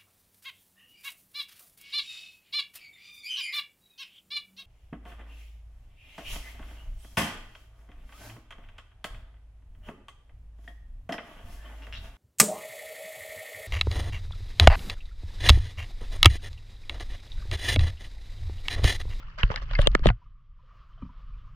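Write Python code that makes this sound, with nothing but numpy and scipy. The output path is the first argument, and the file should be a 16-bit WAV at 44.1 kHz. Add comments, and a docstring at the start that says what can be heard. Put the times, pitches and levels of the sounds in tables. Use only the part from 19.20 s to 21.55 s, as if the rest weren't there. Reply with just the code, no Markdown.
"""Rubbing and a low rumble are heard first; knocks, jolts, clinks and a squeak fill the first second.
They come from a hand-held case with two microphones, shifted in the grip on a small boat.
Then a low rumble and faint hiss remain, with faint water laps and a soft hollow bump from a bucket.
Struck bodies are sums of decaying modes; rubbing is random clicks; rumble and hiss are filtered noise."""
import sys
import numpy as np
from scipy import signal
from scipy.fft import rfft, irfft
from scipy.io import wavfile
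from scipy.ndimage import uniform_filter1d

SR = 44100
rng = np.random.default_rng(int(sys.argv[2]) if len(sys.argv) > 2 else 0)


def master_out(mix):
    """Clip the mix to full scale and print it as 16-bit PCM to the path in sys.argv[1]."""
    frames = np.transpose(np.atleast_2d(mix))
    ceiling = np.clip(frames, -1, 1)
    pcm = np.round(ceiling * 32767).astype(np.int16)
    wavfile.write(sys.argv[1], SR, pcm)


N = 103635

# rubbing level over time: time_s, level_db (before flicker)
RUB_LEVEL = [(0, -52.5), (.176, -59), (.186, -38), (.21, -39.5), (.265, -47.5), (.295, -49), (.316, -37.5),
             (.335, -45.5), (.368, -37.5), (.412, -55), (.427, -39.5), (.45, -55.5), (.535, -43),
             (.572, -48), (.6, -40), (.655, -41), (.69, -60), (.745, -50.5), (.82, -59.5), (.85, -35),
             (.895, -39.5), (.918, -57.5), (.98, -90.5)]
# spectrum of the rubbing: frequency_hz, relative_db
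RUB_SPECTRUM = [(150, 5.5), (300, -9), (580, -0.5), (800, -0.5), (1200, 6.5), (1900, 3), (2400, -3.5),
                (3000, 1), (3700, -11), (4500, -9), (5600, -17), (8000, -36.5), (11000, -51),
                (16000, -51.5)]
RUB_GRAINS_PER_S, GRAIN_SPREAD_DB = 2400, 4
RUB_FLICKER_DB, RUB_FLICKER_PER_S = 2, 150  # how fast the grip catches and lets go
RUB_FLUTTER_DB, RUB_FLUTTER_PER_S = 3.5, 90
# fine crackles as the wet grip slides: middle_s, half_width_s, level_db, left_minus_right_db
CRACKLE_SWELLS = [(0.615, 0.02, -43.5, 10), (0.853, 0.0041, -45.5, 4), (.881, .012, -40, 4)]
# spectrum of the crackles: frequency_hz, relative_db
CRACKLE_SPECTRUM = [(1000, -14.5), (3200, 15), (4800, 0.5), (6500, -11), (9500, -7.5), (12000, -19),
                    (16000, -34.5)]
CRACKLE_PER_S = 1800

# low rumble over time: time_s, level_db
RUMBLE_LEVEL = [(0, -36.5), (.2, -39.5), (.45, -33.5), (.65, -24), (.85, -25.5), (.97, -46), (1.1, -47),
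                (1.28, -51.5), (1.45, -49), (1.75, -45), (1.97, -44), (2.09, -39), (2.2, -39.5),
                (2.35, -40)]
# spectrum of the rumble: frequency_hz, relative_db
RUMBLE_SPECTRUM = [(3, -35), (12, -7.5), (25, 2), (38, 3), (60, -13.5), (85, -18), (120, -15.5), (170, -28),
                   (250, -43), (400, -58.5), (900, -88)]
RUMBLE_SIDE_DB = -35  # level of the unshared part
# faint hiss over time: time_s, level_db (before the overall hiss level)
HISS_LEVEL = [(0.95, -63), (1.31, -75), (1.5, -63.5), (1.8, -63), (1.95, -62), (2.298, -62), (2.33, -63.5)]
# spectrum of the hiss: frequency_hz, relative_db
HISS_SPECTRUM = [(200, -12), (400, -10), (600, -8.5), (800, -17), (1000, -1), (1190, 7.5), (1500, -6.5),
                 (2000, -10), (2600, -11), (3050, -8.5), (3700, -17.5), (5000, -21.5), (7000, -34.5),
                 (10000, -49.5), (16000, -38)]
HISS_SIDE_DB, HISS_DB, HISS_FLICKER_DB = -29.5, -2, 1.5  # stereo width, overall level, waver
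HISS_FLUTTER_DB, HISS_FLUTTER_PER_S = 1.7, 22
FLUTTER_LOW_HZ = 350

# knocks on the case: start_s, six levels_db (one per band below), left_minus_right_db (at PAN_FULL_HZ),
# ring_length_factor, pitch_factor (from the grip)
KNOCK_EVENTS = [(.186, -68, -66, -37, -53, -47, -90, -5, 3.5, 1.01),
                (0.2322, -42, -38, -26, -20, -39.5, -61, 0, 1.2, .88),
                (0.3023, -40.5, -29.5, -36, -44.5, -72, -86, -6, 0.74, 0.97),
                (0.3137, -72, -39, -40, -66, -78, -88, -15, 4, 0.74),
                (.341, -67, -40, -42, -43, -55, -79, 6, 1.9, 0.93),
                (0.3598, -53, -69, -30.5, -37, -32, -60, -0.5, 1.07, 1.097),
                (0.419, -69, -48, -51, -62, -55, -74, -3, 3.34, 0.97),
                (0.5112, -78.5, -42, -46, -42.5, -47, -78, 0, 1.4, 0.97),
                (0.5338, -60, -61, -38.5, -39.5, -43.5, -76, 2, 1.8, 0.78),
                (0.5877, -34.5, -42, -32.5, -36.5, -51.5, -69, 1, 1.3, 1.01),
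                (.5902, -50, -40, -27.5, -31.5, -44.5, -62, 3, 1.2, 0.97),
                (.618, -53.5, -56.5, -52, -29.5, -39, -52, 2.5, 0.48, 1.07),
                (0.661, -40.5, -41, -52, -46, -50, -67.5, -0.5, 1.6, 0.97),
                (0.672, -24, -21.5, -31, -12, -24.5, -42.5, 7.5, 0.58, 1.038),
                (0.7164, -70, -71, -63, -54.5, -54, -77, 3.5, 0.73, 1.04),
                (0.7506, -15.5, -27, -16.5, -25, -26, -47, -2, .6, 1.096),
                (.793, -39, -57, -49, -61, -50.5, -71, 1, 1.7, 0.97),
                (0.8573, -13, -15.5, -32, -25.5, -34, -76.5, -1.5, 0.71, 1.04),
                (0.8693, -30.5, -39.5, -29.5, -23, -33.5, -47, 4.5, 0.95, 0.996),
                (0.8887, -51, -33.5, -26.5, -27, -47.5, -66.5, 7.5, 1.1, .92),
                (.9012, -45.5, -29, -33.5, -44, -55, -81, -2, 1.2, 1.24)]
# centres of the knock bands: frequency_hz
KNOCK_CENTRES_HZ = [330, 620, 1600, 3000, 4600, 8000]
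# modes of the case, before each knock's pitch factor: pitch_hz
CASE_PITCHES_HZ = [275, 410, 580, 740, 1170, 1300, 1600, 1890, 2120, 2900, 3220, 3700, 4500, 6400, 8700]
# strength and ring of those modes, before each knock's length factor: relative_db, t60_s
CASE_MODES = [(-1.5, .02), (2.5, 0.016), (1.5, .03), (-5.5, 0.0069), (-2.5, 0.029), (-3, 0.019),
              (-6.5, 0.027), (-2, 0.012), (-8, 0.013), (-5.5, 0.017), (0, 0.0034), (-5, 0.004),
              (-7.5, 0.0056), (-8.5, 0.0066), (-8, 0.0069)]
CASE_DETUNE = .012  # random spread of mode pitch, as a fraction
CONTACT_CYCLES = 0.54  # a mode swells over this part of its nominal period
PORT_TURN_RAD, PORT_SCATTER_RAD = 1.414, 0.28  # the two microphones ride the modes out of step
PAN_FULL_HZ = 3240  # lower modes reach both microphones more evenly
CRACK_DB, CRACK_T60_S, CRACK_TOP_DB = -19, 0.012, -21.5  # t60 before the length factor
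# one knock leaves the case ringing hollow
HOLLOW_S, HOLLOW_HZ, HOLLOW_DB, HOLLOW_T60_S = .5885, 578, -5, 0.037

# jolts: start_s, pitch_hz, level_db, t60_s, phase_between_microphones_rad
JOLTS = [(0.2358, 36.2, -6, 0.15, 0.17), (0.237, 104, -17.5, 0.1, 0.11), (0.303, 72.5, -11, 0.036, 0.45),
         (0.435, 54, -30.5, 0.27, 0.41), (0.511, 30.8, -24, 0.82, 0.23), (0.588, 113, -8, 0.042, 0.15),
         (0.594, 32.4, -5.5, 0.18, 0.38), (0.673, 112.2, -2.5, .035, 2.7),
         (0.752, 60.7, -13.5, 0.037, 0.59), (0.753, 165, -14, 0.034, 0.5), (0.821, 25.4, -11.5, 0.15, 0.13),
         (0.8587, 128.5, -0.5, 0.027, 0.81), (0.868, 179.6, -8, 0.061, 0.26),
         (0.873, 44.75, -6.5, 0.15, 0.19), (0.9, 110.4, -13, .11, 0.054)]
THUMP_ATTACK_S = 0.0024

# clinks of a small hard part: start_s, level_db
CLINK_EVENTS = [(.552, -20.5), (.8885, -29)]
# modes of that part: pitch_hz, relative_db, t60_s
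CLINK_MODES = [(1720, -7, .042), (2112, 0, .046), (2590, -10, .045), (4635, -3, .011)]

# the grip squeaks until a knock lands at 0.672 s
SQUEAK_S, SQUEAK_LENGTH_S = .645, .027
SQUEAK_HZ, SQUEAK_WAVER = 2790, .006  # waver as a fraction of the pitch
SQUEAK_DB, SQUEAK_PAN_DB = -30.5, -13.5

# water laps and drips beside the boat: start_s, pitch_hz (centre), level_db (first bubble)
LAP_EVENTS = [(1.015, 970, -50.5), (1.059, 1195, -52.5), (1.39, 1070, -51.5), (1.432, 545, -59.5),
              (1.508, 1181, -46), (1.525, 630, -59), (1.554, 1194, -48.5), (1.622, 1196, -50),
              (1.726, 2943, -59), (1.775, 659, -53), (1.778, 3053, -58.5), (1.89, 988, -46.5),
              (2.135, 2450, -56.5), (2.274, 1120, -55)]
LAP_SPREAD = .03  # random spread of bubble pitch, in natural-log units
LAP_T60_S, LAP_SCATTER_S = 0.033, .016

# modes of the bucket: pitch_hz, relative_db, t60_s
BUCKET_MODES = [(68, 8.5, 0.123), (127.3, 10.5, 0.067), (183.4, 7, 0.13), (256.5, 11.5, 0.072),
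                (325, 2, 0.03), (554, -6, 0.031), (941, -11.5, 0.076), (1177, 3, 0.039), (2400, -16, 0.055),
                (3030, -17, 0.051)]
# blows of its bump: start_s, level_db
BUCKET_BLOWS = [(1.82, -37.5), (1.849, -47.5), (1.891, -57)]

TOP_HZ = 16200
CEILING = 1.05  # full scale is 1


def undb(db):
    """Logarithmic level: 20 dB is a tenfold amplitude."""
    return 10 ** (np.asarray(db) / 20)


def curve(rows):
    """Envelope: level is interpolated in dB between (time_s, level_db) points, giving a gain."""
    return undb(np.interp(np.arange(N) / SR, *np.array(rows).T))


def pan(db):
    """Intensity stereo: half the level difference goes to each side with opposite sign."""
    return undb(np.array([[db], [-db]]) / 2)


def colour(x, rows):
    """Linear filtering: the spectrum is weighted by (frequency_hz, db) points, then scaled to rms 1."""
    hz, db = np.array(rows).T
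    f = np.fft.rfftfreq(x.shape[-1], 1 / SR)
    gain = undb(np.interp(np.log(f + 1), np.log(hz), db))
    y = irfft(rfft(x) * gain, x.shape[-1])
    return y / np.sqrt(np.mean(y ** 2))


def walk(rate):
    """Slow random fluctuation: noise averaged twice over 1/rate seconds, with standard deviation 1."""
    k = int(SR / rate)
    y = uniform_filter1d(uniform_filter1d(rng.standard_normal(N), k), k)
    return y / y.std()


def add(out, start, sound):
    """Superposition: a sound is summed in at its start time."""
    i = int(start * SR)
    out[:, i:i + sound.shape[1]] += sound[:, :N - i]


def fade(t, t60):
    """Exponential damping: amplitude falls by 60 dB in t60 seconds."""
    return np.exp(-np.log(1000) * t / t60)


def ring(hz, t60, attack, turn):
    """Damped resonance: one mode swells and decays, turn radians apart at the two microphones."""
    t = np.arange(SR // 3) / SR
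    phase = np.array([[turn], [-turn]]) / 2
    swell = (1 - np.exp(-(t / attack) ** 2)) ** 2
    return np.sin(2 * np.pi * hz * t + phase) * fade(t, t60) * swell


def stereo_noise(rows, side_db):
    """Partial coherence: a shared noise plus a second one in opposite sign on the two sides."""
    mid, side = colour(rng.standard_normal((2, N)), rows)
    return mid + undb(side_db) * side * np.array([[1], [-1]])


def flutter(x, db, per_s, count=14):
    """Band-wise modulation: third-octave slots waver independently, each gain having mean power 1."""
    f = np.fft.rfftfreq(N, 1 / SR)
    # the end slots take all that lies below and above
    place = np.clip(np.log2(f / FLUTTER_LOW_HZ + 1e-9) * 3, 0, count - 1)
    spectrum, out = rfft(x), 0
    for k in range(count):
        gain = undb(db * walk(per_s))
        slot = irfft(spectrum * np.maximum(1 - abs(place - k), 0), N)
        out = out + slot * gain / np.sqrt(np.mean(gain ** 2))
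    return out


def slips(per_s):
    """Stick-slip friction: random clicks of uneven size and either sign, independent on each side."""
    sizes = undb(GRAIN_SPREAD_DB * np.minimum(rng.exponential(size=(2, N)), 3))
    signs = rng.choice([-1, 1], (2, N))
    return sizes * signs * (rng.random((2, N)) < per_s / SR)


def rubbing():
    """Dry friction: skin sticks and slips on the case in dense clicks, with brighter crackles."""
    flicker = undb(RUB_FLICKER_DB * walk(RUB_FLICKER_PER_S))
    rub = colour(slips(RUB_GRAINS_PER_S), RUB_SPECTRUM) * curve(RUB_LEVEL) * flicker
    t = np.arange(N) / SR
    swells = 0
    for middle, width, db, pan_db in CRACKLE_SWELLS:
        swells = swells + np.exp(-((t - middle) / width) ** 2) * undb(db) * pan(pan_db)
    crackle = colour(slips(CRACKLE_PER_S), CRACKLE_SPECTRUM) * swells
    return flutter(rub, RUB_FLUTTER_DB, RUB_FLUTTER_PER_S) + crackle


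def background():
    """Broadband noise: filtering and slow envelopes shape a low rumble and a faint wavering hiss."""
    rumble = stereo_noise(RUMBLE_SPECTRUM, RUMBLE_SIDE_DB) * curve(RUMBLE_LEVEL)
    waver = undb(HISS_DB + HISS_FLICKER_DB * walk(23))
    hiss = stereo_noise(HISS_SPECTRUM, HISS_SIDE_DB) * curve(HISS_LEVEL) * waver
    return rumble + flutter(hiss, HISS_FLUTTER_DB, HISS_FLUTTER_PER_S)


def case_ring(band_db, pan_db, length, pitch):
    """Modal excitation: a knock drives every mode of the case, weighted by its band levels."""
    hit = 0
    chances = rng.standard_normal((len(CASE_MODES), 2))
    for k, (hz, (db, t60), (detune, turn)) in enumerate(zip(CASE_PITCHES_HZ, CASE_MODES, chances)):
        mode_db = db + np.interp(np.log(hz), np.log(KNOCK_CENTRES_HZ), band_db)
        decay = t60 * length
        # longer rings start weaker, which offsets their longer decay; signs alternate
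        size = (-1) ** k * undb(mode_db) * np.sqrt(0.18 / decay) * pan(pan_db * hz / PAN_FULL_HZ)
        apart = PORT_TURN_RAD * min(hz / 900, 1) + PORT_SCATTER_RAD * turn
        mode_hz = hz * pitch * (1 + CASE_DETUNE * detune)
        hit = hit + size * ring(mode_hz, decay, CONTACT_CYCLES / hz, apart)
    return hit


def contact_crack(band_db, pan_db, length):
    """Impact noise: a short decaying burst carries the knock's own spectrum, after 1/20 s of lead-in."""
    t = np.arange(SR // 8) / SR
    per_hz = np.array(band_db) - 10 * np.log10(KNOCK_CENTRES_HZ)  # band level to density
    shape = [*zip(KNOCK_CENTRES_HZ, per_hz), (TOP_HZ, per_hz[-1] + CRACK_TOP_DB)]
    burst = rng.standard_normal((2, len(t))) * fade(t, CRACK_T60_S * length)
    crack = colour(np.pad(burst, ((0, 0), (SR // 20, 0))), shape)
    return undb(CRACK_DB) * np.linalg.norm(undb(band_db)) * crack * pan(pan_db)


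def knocks():
    """Impact on a shell: each knock sums ringing modes and a crack; one adds a hollow resonance."""
    out = np.zeros((2, N))
    for start, *band_db, pan_db, length, pitch in KNOCK_EVENTS:
        add(out, start, case_ring(band_db, pan_db, length, pitch))
        add(out, start - 1 / 20, contact_crack(band_db, pan_db, length))
    hollow = ring(HOLLOW_HZ, HOLLOW_T60_S, attack=0.0042, turn=0.55)
    add(out, HOLLOW_S, undb(HOLLOW_DB) * hollow)
    return out


def thumps():
    """Damped low-frequency motion: each jolt sways the microphones in a decaying oscillation."""
    out = np.zeros((2, N))
    for start, hz, db, t60, turn in JOLTS:
        add(out, start, undb(db) * ring(hz, t60, THUMP_ATTACK_S, turn))
    return out


def clink():
    """Modal ringing: a small hard part sounds a few high, quickly damped modes."""
    out = np.zeros((2, N))
    tone = sum(undb(db) * ring(hz, t60, attack=0.00037, turn=1.55) for hz, db, t60 in CLINK_MODES)
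    for start, db in CLINK_EVENTS:
        add(out, start, undb(db) * tone)
    return out


def squeak():
    """Periodic stick-slip: a trembling tone swells, then stops over its last 5.4 ms."""
    t = np.arange(int(SQUEAK_LENGTH_S * SR)) / SR
    hz = SQUEAK_HZ * (1 + SQUEAK_WAVER * walk(600)[:len(t)])
    rise = (t / SQUEAK_LENGTH_S) ** 1.5
    stop = np.clip((SQUEAK_LENGTH_S - t) / 0.0054, 0, 1)
    tremble = undb(2 * walk(700)[:len(t)])
    tone = np.sin(2 * np.pi * np.cumsum(hz) / SR)
    out = np.zeros((2, N))
    add(out, SQUEAK_S, undb(SQUEAK_DB) * rise * stop * tremble * tone * pan(SQUEAK_PAN_DB))
    return out


def laps(count=4):
    """Bubble resonance: each lap is a cluster of detuned damped tones, successively weaker."""
    out = np.zeros((2, N))
    for start, hz, db in LAP_EVENTS:
        for k, detune in enumerate(rng.standard_normal(count)):
            bubble = ring(hz * np.exp(LAP_SPREAD * detune), LAP_T60_S, attack=0.002, turn=0.071)
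            add(out, start + k / count * LAP_SCATTER_S, undb(db) / np.sqrt(k + 1) * bubble)
    return out


def bucket():
    """Impact on a plastic shell: ever weaker blows excite its modes, with a decaying noise scuff."""
    out = np.zeros((2, N))
    body = sum(undb(db) * ring(hz, t60, attack=0.0033, turn=0.041) for hz, db, t60 in BUCKET_MODES)
    t = np.arange(body.shape[1]) / SR
    for start, db in BUCKET_BLOWS:
        noise = stereo_noise(HISS_SPECTRUM, side_db=-24.5)[:, :len(t)]
        scuff = noise * fade(t, t60=0.051) * undb(-25)
        add(out, start, undb(db) * (body + scuff))
    return out


def scene():
    """Superposition in the open air: all sources add, close and without reverberation."""
    handling = rubbing() + knocks() + thumps() + clink() + squeak()
    return handling + background() + laps() + bucket()


def record(dry):
    """Saturation and band limiting: the sharpest peaks are rounded and the top is cut off."""
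    held = dry / (1 + (dry / CEILING) ** 6) ** (1 / 6)
    lowpass = signal.ellip(8, .2, 70, TOP_HZ, fs=SR, output="sos")
    return signal.sosfilt(lowpass, held)


dry = scene()
out = record(dry)
master_out(out)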